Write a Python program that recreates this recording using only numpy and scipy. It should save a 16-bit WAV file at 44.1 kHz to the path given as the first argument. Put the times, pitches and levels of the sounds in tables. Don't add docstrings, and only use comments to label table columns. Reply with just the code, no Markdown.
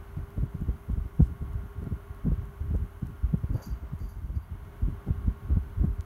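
import sys
import numpy as np
from scipy import signal
from scipy.fft import rfft, irfft, next_fast_len
from scipy.io import wavfile
from scipy.ndimage import uniform_filter1d, map_coordinates

SR = 44100
rng = np.random.default_rng(int(sys.argv[2]) if len(sys.argv) > 2 else 0)


def store_wav(level_fs):
    pcm = np.round(np.clip(np.atleast_2d(level_fs), -1, 1) * 32767)
    wavfile.write(sys.argv[1], SR, pcm.T.astype(np.int16))


N = 266805
TIME = np.arange(N) / SR
SHAFT_HZ = 14.5

# (time [s], relative level [dB])
FACING = [(0, -58), (0.6, -59.5), (1.3, -60), (1.7, -59), (2.3, -59), (2.9, -60), (3.4, -59.5), (3.9, -59),
          (4.25, -63.5), (4.75, -58.5), (5.5, -58.5), (6.05, -59.5)]


def amp(db):
    return 10 ** (np.asarray(db) / 20)


def unit(x):
    return x / np.sqrt(np.mean(x ** 2) + 1e-20)


def curve(rows):
    return np.interp(TIME, *np.transpose(rows))


def noise(spectrum):
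    table_hz, table_db = np.transpose(spectrum)
    bin_hz = np.fft.rfftfreq(N, 1 / SR)
    shape = amp(np.interp(np.log(bin_hz + 1), np.log(table_hz), table_db))
    return unit(irfft(rfft(rng.standard_normal(N)) * shape, N))


def wander(rate_hz):
    knots = rng.standard_normal(2048)
    coarse_s = TIME[::64]
    coarse = map_coordinates(knots, [coarse_s * rate_hz], order=3, mode="wrap")
    return unit(np.interp(TIME, coarse_s, coarse))


def bump(centre_s, length_s):
    return np.exp(-np.minimum((2 * (TIME - centre_s) / length_s) ** 2, 100))


def steadied(x, share):
    envelope = abs(signal.hilbert(x, next_fast_len(N))[:N])
    swell = uniform_filter1d(envelope, size=600)
    return unit(x / (swell + 1e-6) ** share)


def ringing(hz, width_hz):
    b, a = signal.iirpeak(hz, hz / width_hz / 2, SR)
    once = signal.lfilter(b, a, rng.standard_normal(N))
    return unit(signal.lfilter(b, a, once))


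def tone(hz, waver_db, drift_rad):
    phase = 2 * np.pi * (hz * TIME + rng.random()) + drift_rad * wander(rate_hz=4.13)
    return np.sqrt(2) * amp(waver_db * wander(rate_hz=2.864)) * np.sin(phase)


def eddies(swing_db=0.8, swirl_db=3.5, core_db=7):
    # (time [s], relative swing level [dB],
    # swing frequency [Hz], length [cycles], relative level of front swirl and core [dB])
    strikes = [(0.193, -24.5, 72.7, 0.75, -44), (0.382, -26, 92.9, 0.52, -36),
               (0.436, -20.5, 131, 1.43, -37), (0.554, -36, 89.2, 1.7, -41.5), (0.621, -24, 89.9, 1.3, -40),
               (0.694, -20, 73.9, 2.4, -33.5), (0.902, -27, 74.4, 2.8, -36.5), (0.936, -20.5, 67, 1.3, -55),
               (0.983, -19, 57, 1.35, -41), (1.061, -25, 69.1, 1.2, -47.5),
               (1.207, -11.5, 204.9, 2.03, -19.5), (1.224, -9.5, 60.5, 1.35, -46),
               (1.426, -22, 93.75, 0.59, -40.5), (1.56, -24.5, 78.7, 2, -60),
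               (1.828, -33, 188.5, 1.4, -37.5), (1.872, -19, 144.4, 1.03, -36),
               (1.925, -24.5, 93, 2.3, -37), (2.111, -29.5, 64.2, 1.6, -51),
               (2.264, -30, 184.9, 5.6, -30.5), (2.282, -17, 162.3, 1.6, -33),
               (2.32, -19.5, 68, 2.6, -30.5), (2.39, -23.5, 79.4, 1.6, -60), (2.614, -22.5, 66, 1.3, -49.5),
               (2.714, -27, 85, 1.6, -39), (2.752, -20, 69.2, 3.7, -33), (2.825, -20.5, 63.3, 1.3, -63),
               (3.032, -22.5, 129, 1.83, -41), (3.245, -17.5, 61.4, 1.6, -46),
               (3.343, -17.5, 180, 2.2, -29), (3.444, -22, 74, 1.7, -38.5),
               (3.508, -19.5, 93.5, 0.89, -39.5), (3.556, -31, 134.4, 5.2, -31),
               (3.726, -26, 63.9, 1.1, -49), (3.84, -32, 62, 5.2, -45.5), (3.937, -30, 109.7, 5.3, -43.5),
               (4.02, -25.5, 68.5, 2.1, -46), (4.248, -25, 66.4, 1, -57), (4.304, -25.5, 72.8, 2, -43.5),
               (4.371, -21.5, 81.9, 1.9, -49), (4.522, -31, 73.9, 1.7, -62), (4.834, -19.5, 64.5, 1.6, -43),
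               (4.885, -29, 150.2, 1.9, -37), (5.083, -29.5, 182.8, 4.6, -34), (5.108, -16, 79.1, 1.3, -40),
               (5.252, -27, 57.4, 1.9, -67), (5.282, -14, 78.1, 0.47, -37), (5.506, -23, 81.4, 2.1, -37.5),
               (5.534, -19.5, 60.06, 4.1, -38), (5.574, -19, 88.15, 3.3, -31),
               (5.813, -17.5, 65.6, 2.25, -38.5), (5.844, -19, 158.5, 1.3, -28.5),
               (5.885, -23, 69.3, 2.4, -45.5), (5.995, -23, 63.3, 1.2, -47)]
    # (frequency [Hz], relative density [dB])
    swirl_spectrum = [(60, -19.5), (160, 16), (260, 3), (400, -10), (600, -16.5), (900, -27), (1500, -36),
                      (3000, -93)]
    rise, fall = 0.36, 0.7
    slowing, wobble = 0.3, 0.159
    swirl_length_s, lead_cycles, core_s = 0.021, 0.23, 0.0014
    swings, fronts, cores = np.zeros((3, N))
    unsteady = np.exp(wobble * wander(rate_hz=220))
    start_cycles = rng.random(len(strikes))
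    for (s, db, hz, length, front_db), start in zip(strikes, start_cycles):
        near = slice(max(int((s - 0.1) * SR), 0), int((s + 0.1) * SR))
        t = TIME[near] - s
        cycles = t * hz
        swing_hz = hz * np.exp(-slowing * np.tanh(cycles)) * unsteady[near]
        width = length * np.where(t < 0, rise, fall)
        shape = np.exp(1 - np.hypot(1, 2 * cycles / width))
        swings[near] += amp(db) * shape * np.sin(2 * np.pi * (np.cumsum(swing_hz) / SR + start))
        from_front_s = t + lead_cycles / hz
        fronts[near] += amp(front_db) * np.exp(-(2 * from_front_s / swirl_length_s) ** 2)
        across = (t / core_s) ** 2
        cores[near] -= amp(front_db) * (1 - across) / (1 + across) ** 2
    swirl = fronts * steadied(noise(swirl_spectrum), share=0.72)
    return amp(swing_db) * swings + amp(swirl_db) * swirl + amp(core_db) * cores


def gusts():
    # (start [s], length [s], relative level [dB])
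    gust_rows = [(0.158, 0.062, -31), (0.361, 0.092, -29), (0.538, 0.21, -35.5), (0.89, 0.14, -34),
                 (1.183, 0.14, -33), (1.402, 0.23, -34.5), (1.749, 0.22, -34.5), (2.234, 0.1, -29.5),
                 (2.364, 0.13, -37.5), (2.623, 0.24, -33.5), (3.013, 0.1, -33.5), (3.218, 0.17, -34),
                 (3.488, 0.074, -32), (3.663, 0.078, -33.5), (4.004, 0.049, -33.5), (4.153, 0.23, -38.5),
                 (4.498, 0.18, -41.5), (4.81, 0.11, -29.5), (5.057, 0.15, -35), (5.251, 0.046, -27.5),
                 (5.414, 0.31, -36.5), (5.761, 0.16, -30.5)]
    rise_s, fall_s, slack_db_per_s = 0.014, 0.028, 11.5
    calm_db, calm_waver_db = -48, 1
    power = amp(calm_db + calm_waver_db * wander(rate_hz=15)) ** 2
    for s, length_s, db in gust_rows:
        t = np.maximum(TIME - s, 0)
        rise = np.minimum(t / rise_s, 1)
        fall = np.exp(-np.clip((t - length_s) / fall_s, 0, 100))
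        power = power + (rise * amp(db - slack_db_per_s * t) * fall) ** 2
    return np.sqrt(power)


def draught(level_db=0.5, flutter_db=-12, lump_db=4):
    # (frequency [Hz], relative density [dB])
    rumble_spectrum = [(15, -37), (27, -18), (42, 3.5), (60, 3.5), (100, -2.5), (150, -14.5), (260, -25),
                       (400, -33), (700, -72), (1500, -82)]
    # (frequency [Hz], relative density [dB])
    flutter_spectrum = [(60, -13), (150, 7), (240, -3.5), (400, -13.5), (600, -46), (1500, -54)]
    rumble = steadied(noise(rumble_spectrum), share=0.12)
    lumps = unit(amp(lump_db * wander(rate_hz=45)))
    flutter = noise(flutter_spectrum) * lumps
    return gusts() * (amp(level_db) * rumble + amp(flutter_db) * flutter)


def blades(level_db=2.5, throb=0.074, flicker_db=0.37):
    # (frequency [Hz], relative density [dB])
    swish_spectrum = [(30, 5), (130, -2), (220, 0.5), (360, 4.5), (480, -4), (680, 3), (820, -0.5),
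                      (1080, 2.5), (1550, -3), (1780, -8), (2150, -9), (2350, -12.5), (3000, -15.5),
                      (4800, -25), (9000, -58)]
    # (multiple of blade rate, level [dB])
    drone_rows = [(1, -52.5), (2, -54.5), (5, -66)]
    passing_hz = 3 * SHAFT_HZ
    throbbing = 1 + throb * np.sin(2 * np.pi * passing_hz * TIME)
    level = amp(level_db + curve(FACING) + flicker_db * wander(rate_hz=17))
    swish = level * throbbing * noise(swish_spectrum)
    drone = sum(amp(db) * tone(round(k) * passing_hz, waver_db=2.5, drift_rad=0.41)
                for k, db in drone_rows)
    return swish + drone


def motor(hum_db=-1, sideband_db=-9):
    # (time [s], relative level [dB])
    hum_rows = [(0, -58), (1, -59), (2, -57.5), (3, -58.5), (3.7, -60.5), (4.1, -63.5), (4.42, -75.5),
                (4.7, -58), (5.3, -59), (6.05, -60.5)]
    # (frequency [Hz], mean level [dB])
    tone_rows = [(900.5, -75), (1000.5, -78), (1100.6, -69), (1200.7, -80), (1386.4, -79), (1400.9, -75),
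                 (1415.4, -73), (1515.6, -76), (1530.1, -79), (1601, -84), (1615.6, -82), (1686.6, -84),
                 (1730.2, -88), (1886.7, -82), (1901.2, -86), (1930.4, -85), (2086.7, -85), (2115.8, -87),
                 (2130.5, -83), (2216, -83), (2936.5, -87)]
    hum_hz = 400.3
    hum = tone(hum_hz, waver_db=-1.3, drift_rad=0.31)
    sideband = tone(hum_hz + SHAFT_HZ, waver_db=4.5, drift_rad=0.097)
    facing_db = curve(FACING)
    tones = sum(amp(db) * tone(hz, waver_db=2.0, drift_rad=0.19) for hz, db in tone_rows)
    beating = hum + amp(sideband_db) * sideband
    return amp(hum_db + curve(hum_rows)) * beating + amp(facing_db - facing_db.mean()) * tones


def grille(hz=3000, width_hz=380):
    # (time [s], level [dB])
    whistle_rows = [(0, -80.5), (2, -78.5), (3.5, -80.5), (4.2, -80.5), (4.7, -78), (5.5, -76.5),
                    (6.05, -88)]
    return amp(curve(whistle_rows)) * ringing(hz, width_hz)


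def stroke(start_s, dying_s, attack_s=0.018):
    t = np.maximum(TIME - start_s, 0)
    return np.minimum(t / attack_s, 1) * np.exp(-np.minimum((t / dying_s) ** 1.15, 100))


def rasp(grain_db=-1.5):
    # (start [s], dying time [s], relative squeak level [dB], relative hiss level [dB])
    stroke_rows = [(3.529, 0.12, -62.5, -70), (3.615, 0.055, -55.5, -55), (3.988, 0.13, -68, -70.5),
                   (4.085, 0.017, -58, -64), (4.23, .03, -74, -83), (4.347, 0.024, -65, -68),
                   (4.415, 0.021, -63, -89)]
    # (frequency [Hz], width [Hz], relative level [dB])
    modes = [(4680, 50, 0), (11120, 50, -3), (11920, 130, 1)]
    # (frequency [Hz], relative density [dB])
    hiss_spectrum = [(3800, -18), (4700, -0.5), (5300, -9), (6200, 1), (6900, -1), (7800, -19),
                     (10500, -15), (11900, -19), (13000, -16), (16000, -22)]
    squeak = unit(sum(amp(db + grain_db * wander(rate_hz=71)) * ringing(hz, width_hz)
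                      for hz, width_hz, db in modes))
    hiss = noise(hiss_spectrum) * unit(amp(grain_db * wander(rate_hz=180)))
    return sum(stroke(s, dying_s) * (amp(squeak_db) * squeak + amp(hiss_db) * hiss)
               for s, dying_s, squeak_db, hiss_db in stroke_rows)


def rubs(width_hz=130, brush_db=-6):
    # (centre [s], length [s], level of the ring [dB], ring frequency [Hz])
    rub_rows = [(3.589, 0.081, -51, 553), (3.63, 0.084, -62, 950)]
    brush = noise([(300, -8), (600, 4), (1050, 2), (1500, 3), (2000, -7), (3500, -18), (8000, -50)])
    return sum(amp(db) * bump(s, length_s) * (ringing(hz, width_hz) + amp(brush_db) * brush)
               for s, length_s, db, hz in rub_rows)


def ticks(length_s=0.0011):
    # (time [s], level [dB])
    tick_rows = [(2.765, -60), (5.856, -62), (6.009, -45)]
    snap = noise([(1000, -10), (2800, 9), (4000, 2), (7000, 9), (15000, -15)])
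    return snap * sum(amp(db) * bump(s, length_s) for s, db in tick_rows)


def hiss_burst(level_db=-67):
    burst = curve([(1.2, 0.13), (1.215, 1), (1.27, 1), (1.285, 0)])
    return amp(level_db) * burst * noise([(2500, -3), (6000, -4), (9000, -3), (16000, -16.5)])


def electronics(hiss_db=-70, tick_db=-57, higher_db=-83):
    # (multiple of base pitch, relative level [dB])
    whine_rows = [(4, -89), (5, -95), (6, -86), (7, -79), (8, -79), (9, -88)]
    # (frequency [Hz], relative density [dB])
    hiss_spectrum = [(1000, 2.5), (4900, -6), (5600, 1.5), (6700, 0.5), (7800, -3), (9700, 2.5),
                     (10400, -4), (11500, 2.5), (16000, 4.5)]
    # (first gap [s], end of run [s])
    gap_runs = [(.477, 3.1), (4.712, 6.05)]
    # (time [s], gain [dB])
    sag_rows = [(0, 1), (3.9, 1), (4.15, 0), (4.45, -1.5), (4.7, 1), (6.05, 1)]
    whine_hz, drift_rad = 1580.3, 0.25
    gap_every_s, gap_s = 0.64, 0.028
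    higher_from_s, higher_to_s, higher_hz = 3.685, 3.93, 13950
    tick_from_s, tick_to_s, tick_every_s = 0.305, 4.1, 0.3072

    phase = 2 * np.pi * whine_hz * TIME + drift_rad * wander(rate_hz=7.3)
    whine = sum(np.sqrt(2) * amp(db) * np.sin(k * phase) for k, db in whine_rows)
    gaps = sum(abs(TIME - s) < gap_s / 2 for run in gap_runs for s in np.arange(*run, gap_every_s))
    replaced = 1.0 * ((TIME > higher_from_s) & (TIME < higher_to_s))
    switched = uniform_filter1d(replaced, size=100)
    on = uniform_filter1d(1.0 - gaps, size=100) - switched
    higher = amp(higher_db) * switched * np.sqrt(2) * np.sin(2 * np.pi * higher_hz * TIME)
    beats = sum(bump(s, 0.0012) for s in np.arange(tick_from_s, tick_to_s, tick_every_s))
    tick = noise([(4000, -11), (7000, -9), (9500, -5.5), (12000, -5.0), (16000, -9)])
    hiss = amp(hiss_db) * noise(hiss_spectrum)
    return amp(curve(sag_rows)) * (hiss + on * whine + higher + amp(tick_db) * beats * tick)


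def scene():
    air = eddies() + draught()
    fan = blades() + grille() + motor()
    small_sounds = rasp() + rubs() + ticks()
    return (air + fan + small_sounds + hiss_burst() + electronics())[None]


def record(dry, low_cut_hz=26, top_hz=15800):
    high_pass = signal.butter(2, low_cut_hz, "high", fs=SR, output="sos")
    thinned = signal.sosfiltfilt(high_pass, dry)
    low_pass = signal.firwin(1023, top_hz, window=("kaiser", 9), fs=SR)
    return signal.oaconvolve(thinned, low_pass[None], "same")


dry = scene()
out = record(dry)
store_wav(out)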